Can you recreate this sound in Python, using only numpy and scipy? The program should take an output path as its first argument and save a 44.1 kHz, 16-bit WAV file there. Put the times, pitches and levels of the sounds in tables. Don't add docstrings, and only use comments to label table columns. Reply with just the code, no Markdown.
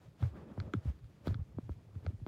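import sys
import numpy as np
from scipy import signal
from scipy.io import wavfile

SR = 44100
rng = np.random.default_rng(int(sys.argv[2]) if len(sys.argv) > 2 else 0)


def invert_db(level):
    return 10 ** (np.asarray(level, dtype=float) / 20)


def put_to_file(sound):
    columns = np.atleast_2d(sound).T
    safe = np.clip(columns, -1, 1)
    whole_steps = np.round(safe * 32767)
    wavfile.write(sys.argv[1], SR, whole_steps.astype(np.int16))


N = 100107


def rms_one(x):
    return x / np.sqrt(np.mean(x ** 2) + 1e-20)


def bell(x, rise, fall):
    return np.exp(-(x / np.where(x < 0, rise, fall)) ** 2)


def drift(rate_hz):
    r = np.exp(-2 * np.pi * rate_hz * 40 / SR)
    settled = 2000
    slow = signal.lfilter([1], [1, -2 * r, r * r], rng.standard_normal(N // 40 + 2 + settled))[settled:]
    return np.interp(np.arange(N) / 40, np.arange(len(slow)), rms_one(slow))


def banded_noise(spectrum, patchy_db):
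    out = 0
    together = drift(9)
    edges = 28 * 2 ** np.arange(0, 9.6, .5)
    white = rng.standard_normal((2, N))
    hz, db = np.transpose(spectrum)
    for k, (low, high) in enumerate(zip(edges, edges[1:])):
        band_pass = signal.butter(2, [low, high], "band", fs=SR, output="sos")
        band = signal.sosfilt(band_pass, white[k % 2])
        level_db = np.interp(np.log(low * high) / 2, np.log(hz), db)
        flicker_db = patchy_db * (.8 * together + .8 * drift(26))
        out = out + invert_db(level_db + flicker_db) * band
    return rms_one(out)


def packets(rows, sink, rise, fall, lag_s):
    wave = np.zeros(N)
    for crest_s, db, hz, cycles in rows:
        turns = (np.arange(N) / SR - crest_s - lag_s) * hz
        sinking_turns = (1 - np.exp(-sink * np.clip(turns, -8, 8))) / sink
        wave += invert_db(db) * bell(turns / cycles, rise, fall) * np.cos(2 * np.pi * sinking_turns)
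    return wave


def ring(clicks, hz, t60_s):
    r = invert_db(-60 / (t60_s * SR))
    w = 2 * np.pi * hz / SR
    softener = signal.butter(1, [hz * .7, hz * 1.4], "band", fs=SR, output="sos")
    soft = signal.sosfilt(softener, clicks + 1e-18)
    return signal.lfilter([0, np.sin(w)], [1, -2 * r * np.cos(w), r * r], soft)


def quiet_room():
    # (frequency [Hz], density [dB per Hz])
    room_tone = [(18, -44), (30, -19.5), (114, -5.5), (324, -19.5), (505, -28.5), (1230, -35), (1910, -33),
                 (5170, -40.5), (15500, -52)]
    return invert_db(-65.5) * banded_noise(room_tone, patchy_db=1.2)


def sleeve_level():
    # (time [s], level [dB])
    brushing = [(0, -68), (.14, -74), (.31, -64), (.37, -53.5), (.55, -56), (.66, -54), (.8, -61),
                (.95, -68), (1.15, -72), (1.24, -61), (1.33, -62), (1.45, -68), (1.75, -70), (1.95, -66),
                (2.05, -61), (2.13, -69), (2.27, -71)]
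    return np.interp(np.arange(N) / SR, *np.transpose(brushing))


def sleeve(sleeve_db):
    # (frequency [Hz], density [dB per Hz])
    wool = [(90, -30), (160, -2), (313, -3.5), (590, -10), (800, -18), (1200, -17), (1700, -28),
            (9000, -58)]
    return invert_db(sleeve_db) * banded_noise(wool, patchy_db=2.5)


def restless_mat(sleeve_db):
    mat_hz, width_hz = 97, 50
    shoves = rng.standard_normal(N) * invert_db(2.6 * drift(3.6))
    resonance = signal.lfilter(*signal.iirpeak(mat_hz, mat_hz / width_hz, fs=SR), shoves)
    low_band = signal.butter(2, [45, 200], "band", fs=SR, output="sos")
    rumble = rms_one(signal.sosfilt(low_band, resonance))
    follow_db = .3 * (sleeve_db - sleeve_db.mean())
    return invert_db(-59 + follow_db) * rumble


def skin():
    # (time of the crest [s], level [dB], rise [s], fall [s])
    slides = [(.045, -69, .04, .05), (.235, -57.5, .04, .06), (.38, -72, .03, .03), (.6, -66, .03, .05),
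              (.745, -66, .02, .06), (.88, -59.5, .045, .04), (1.04, -76, .02, .02),
              (1.27, -58, .015, .015), (1.3, -58.5, .05, .04), (1.59, -74, .03, .03), (1.71, -74, .03, .03),
              (1.955, -72, .02, .03), (2.045, -68, .02, .015), (2.09, -67, .03, .04)]
    # (frequency [Hz], density [dB per Hz])
    friction = [(290, -27), (500, 1), (638, 3), (839, -8), (1240, -6), (1800, -11), (4840, -20.5),
                (15500, -35)]
    pressure = np.zeros(N)
    for crest_s, db, rise_s, fall_s in slides:
        pressure += invert_db(db) * bell(np.arange(N) / SR - crest_s, rise_s, fall_s)
    return pressure * banded_noise(friction, patchy_db=1.5)


def wobbles():
    # (time of the crest [s], peak level [dB], frequency [Hz], length [cycles])
    pushes = [(.085, -45.5, 128, 0.76), (.211, -41.5, 151, 0.91), (.2345, -22, 99, 0.96),
              (.2585, -28.5, 111, 2.26), (.33, -47, 68.5, 1.65), (.602, -33.5, 100, .4),
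              (.6112, -32, 100, .7), (.651, -41, 80, 1.1), (.679, -41.5, 111, 1.35), (.7745, -29, 105, 1.4),
              (.864, -30, 114, 1.1), (.883, -27.5, 73, 1.57), (.95, -48.5, 71, 1.3),
              (1.03, -45.5, 114, 1.3), (1.056, -47, 102, 1.14), (1.2982, -27, 85, .7),
              (1.3105, -39, 100, .4), (1.318, -27, 98, .9), (1.362, -33.5, 111, 1.56),
              (1.393, -32, 117, 0.52), (1.416, -30.5, 82.7, 0.66), (1.548, -44, 132, 0.62),
              (1.5755, -33.5, 108, 0.69), (1.633, -41.5, 101, 0.57), (1.658, -44.5, 108, 2),
              (1.7105, -32, 76.3, 0.82), (1.9695, -35.5, 97, 1.26), (2.064, -35, 90, .5),
              (2.0765, -29, 100, .5), (2.088, -27.5, 97, .8), (2.145, -38.5, 100, 1.2),
              (2.2295, -35, 101, 0.8), (1.04, -50, 55, 1.2), (1.39, -42, 58, .9), (1.505, -54, 60, 1.2),
              (1.775, -54, 110, 1.5), (1.69, -42, 125, .8), (2.2, -48, 45, 1.3)]
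    return packets(pushes, sink=.07, rise=.95, fall=1.15, lag_s=.0013)


def snaps():
    # (time [s], peak level [dB], hollow modes [dB], wall modes [dB], rim modes [dB])
    dome_snaps = [(.2029, -61, 2, -6, -8), (.2262, -42, 4, -2, -12), (.2351, -45, 0, -16, -18),
                  (.3554, -60, 9, -6, -6), (.5764, -52, 8, -14, -14), (.6008, -37, -14, -3, 1),
                  (.7362, -30, -12, -1, -17), (.7472, -54, -6, -2, -6), (.9894, -66, -8, 4, 1),
                  (1.043, -68, -10, 8, 2), (1.2708, -42, 0, 3, 1), (1.2762, -54, 0, 4, 4),
                  (1.2793, -38, -10, 0, -1), (1.2842, -52, 2, -4, -6), (1.3072, -54, 6, -8, -8),
                  (1.3432, -43, -12, 3, 1), (1.5841, -53, 10, -10, -12), (1.6924, -52, 9, -12, -12),
                  (1.7185, -63, -6, 5, 0), (1.953, -62, -1, -2, -5), (2.0495, -58, 2, -8, -10),
                  (2.0535, -62, -4, 0, -4), (2.064, -36.5, -14, -12, -6), (2.1994, -64, 9, -8, -8),
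                  (2.2637, -43, 5, -4, -4)]
    # (frequency [Hz], level [dB], decay time t60 [s], polarity [+1 or -1])
    dome_modes = [(620, -1, .012, 1), (950, 2, .008, -1), (1290, 1, .011, 1), (1560, -1, .008, -1),
                  (2070, -8, .008, -1), (2480, -16, .006, 1), (3300, -9, .007, 1), (3420, -30, .06, 1),
                  (4200, -5, .006, -1), (4850, -13, .006, 1), (5620, -23, .007, 1), (6200, -13, .008, -1),
                  (7250, -20, .006, 1)]
    buckle_db = [-12, 2.5, -9]
    buckle_gap_s = .0005
    hollow_to_hz, wall_from_hz, rim_from_hz, top_from_hz = 1100, 2300, 3800, 5900
    s, db, hollow_db, wall_db, rim_db = np.transpose(dome_snaps)
    chance = rng.standard_normal((len(s), 3, len(dome_modes) + 1))
    buckle_s = buckle_gap_s * (np.arange(3) - .2) * (1 + .15 * chance[..., -1])
    at = ((s[:, None] + buckle_s) * SR).astype(int)
    out = np.zeros(N)
    for k, (hz, level_db, t60_s, polarity) in enumerate(dome_modes):
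        own_db = db + level_db - 2.5
        if hz < hollow_to_hz:
            own_db = own_db + hollow_db
        if hz > rim_from_hz:
            own_db = own_db + rim_db
        elif hz > wall_from_hz:
            own_db = own_db + wall_db
        if hz > top_from_hz:
            own_db = own_db + 3.2 * (db + 34)
        clicks = np.zeros(N)
        clicks[at] = polarity * invert_db(own_db[:, None] + np.array(buckle_db) + 1.1 * chance[..., k])
        out += ring(clicks, hz, t60_s)
    return out


def reflections(tick):
    t = np.arange(SR // 5) / SR
    tail = rng.standard_normal(len(t)) * invert_db(-60 * t / .07)
    tail = tail * (t > .003)
    return invert_db(-40) * signal.fftconvolve(tick, tail)[:N]


def knocks():
    # (time of the crest [s], peak level [dB], frequency [Hz], length [cycles])
    knocks_and_thuds = [(.225, -33, 230, 0.7), (.2455, -47, 330, .8), (.7378, -33, 330, .6),
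                        (.5773, -40, 600, 1.4), (.5825, -32, 150, .7), (.5915, -31, 105, .7),
                        (.7408, -26, 322, .95), (.751, -26.5, 203, 1.0), (.857, -38, 227, 0.87),
                        (1.2732, -27.5, 300, .8), (1.2729, -33.5, 540, .9), (1.3085, -43, 420, 1.5),
                        (1.5862, -29.5, 290, 0.6), (1.6945, -34, 268, 0.71), (2.0657, -38.5, 650, 1.9),
                        (2.0495, -48, 240, .8), (2.05, -48, 320, 1.54), (2.2665, -33, 303, 0.84),
                        (2.201, -59, 600, 0.91), (1.2895, -29.5, 190, .8), (1.355, -40, 200, 1.0),
                        (1.5897, -34, 190, .8), (1.2765, -28.5, 130, .8), (1.7005, -39, 170, .7),
                        (1.9615, -44, 180, .8), (2.217, -44, 210, 1.0), (.679, -44, 220, 1.0),
                        (.636, -44, 250, 1.0), (.425, -45, 180, 2.2), (.468, -46, 290, 2.2),
                        (.515, -45, 240, 3), (.615, -44, 220, 1.5), (.9, -43, 200, 2.2), (1.325, -41, 200, 1.5),
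                        (2.105, -46, 310, 2.2), (2.135, -46, 220, 2.2), (1.26, -53, 420, 3)]
    return packets(knocks_and_thuds, sink=.23, rise=.37, fall=1.16, lag_s=.0002)


def air_puffs():
    # (time [s], level [dB])
    puffs = [
        (.7368, -47),
        (.9902, -70),
        (1.2714, -36.5),
        (2.2643, -50),
    ]
    s, db = np.transpose(puffs)
    air = np.zeros(N)
    air[(s * SR).astype(int)] = invert_db(db)
    bright = signal.butter(2, 8500, "high", fs=SR, output="sos")
    return signal.sosfilt(bright, signal.sosfilt(bright, air + 1e-18))


def scene():
    sleeve_db = sleeve_level()
    background = quiet_room() + sleeve(sleeve_db) + restless_mat(sleeve_db)
    tick = snaps() + air_puffs()
    toy = tick + reflections(tick) + knocks()
    return (background + skin() + wobbles() + toy)[None]


def top_cut(x):
    return signal.sosfilt(signal.butter(12, 15940, fs=SR, output="sos"), x)


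def record(dry):
    bass_cut = signal.butter(2, 33, "high", fs=SR, output="sos")
    mix = signal.sosfilt(bass_cut, signal.sosfilt(bass_cut, dry))
    return top_cut(mix)


dry = scene()
out = record(dry)
put_to_file(out)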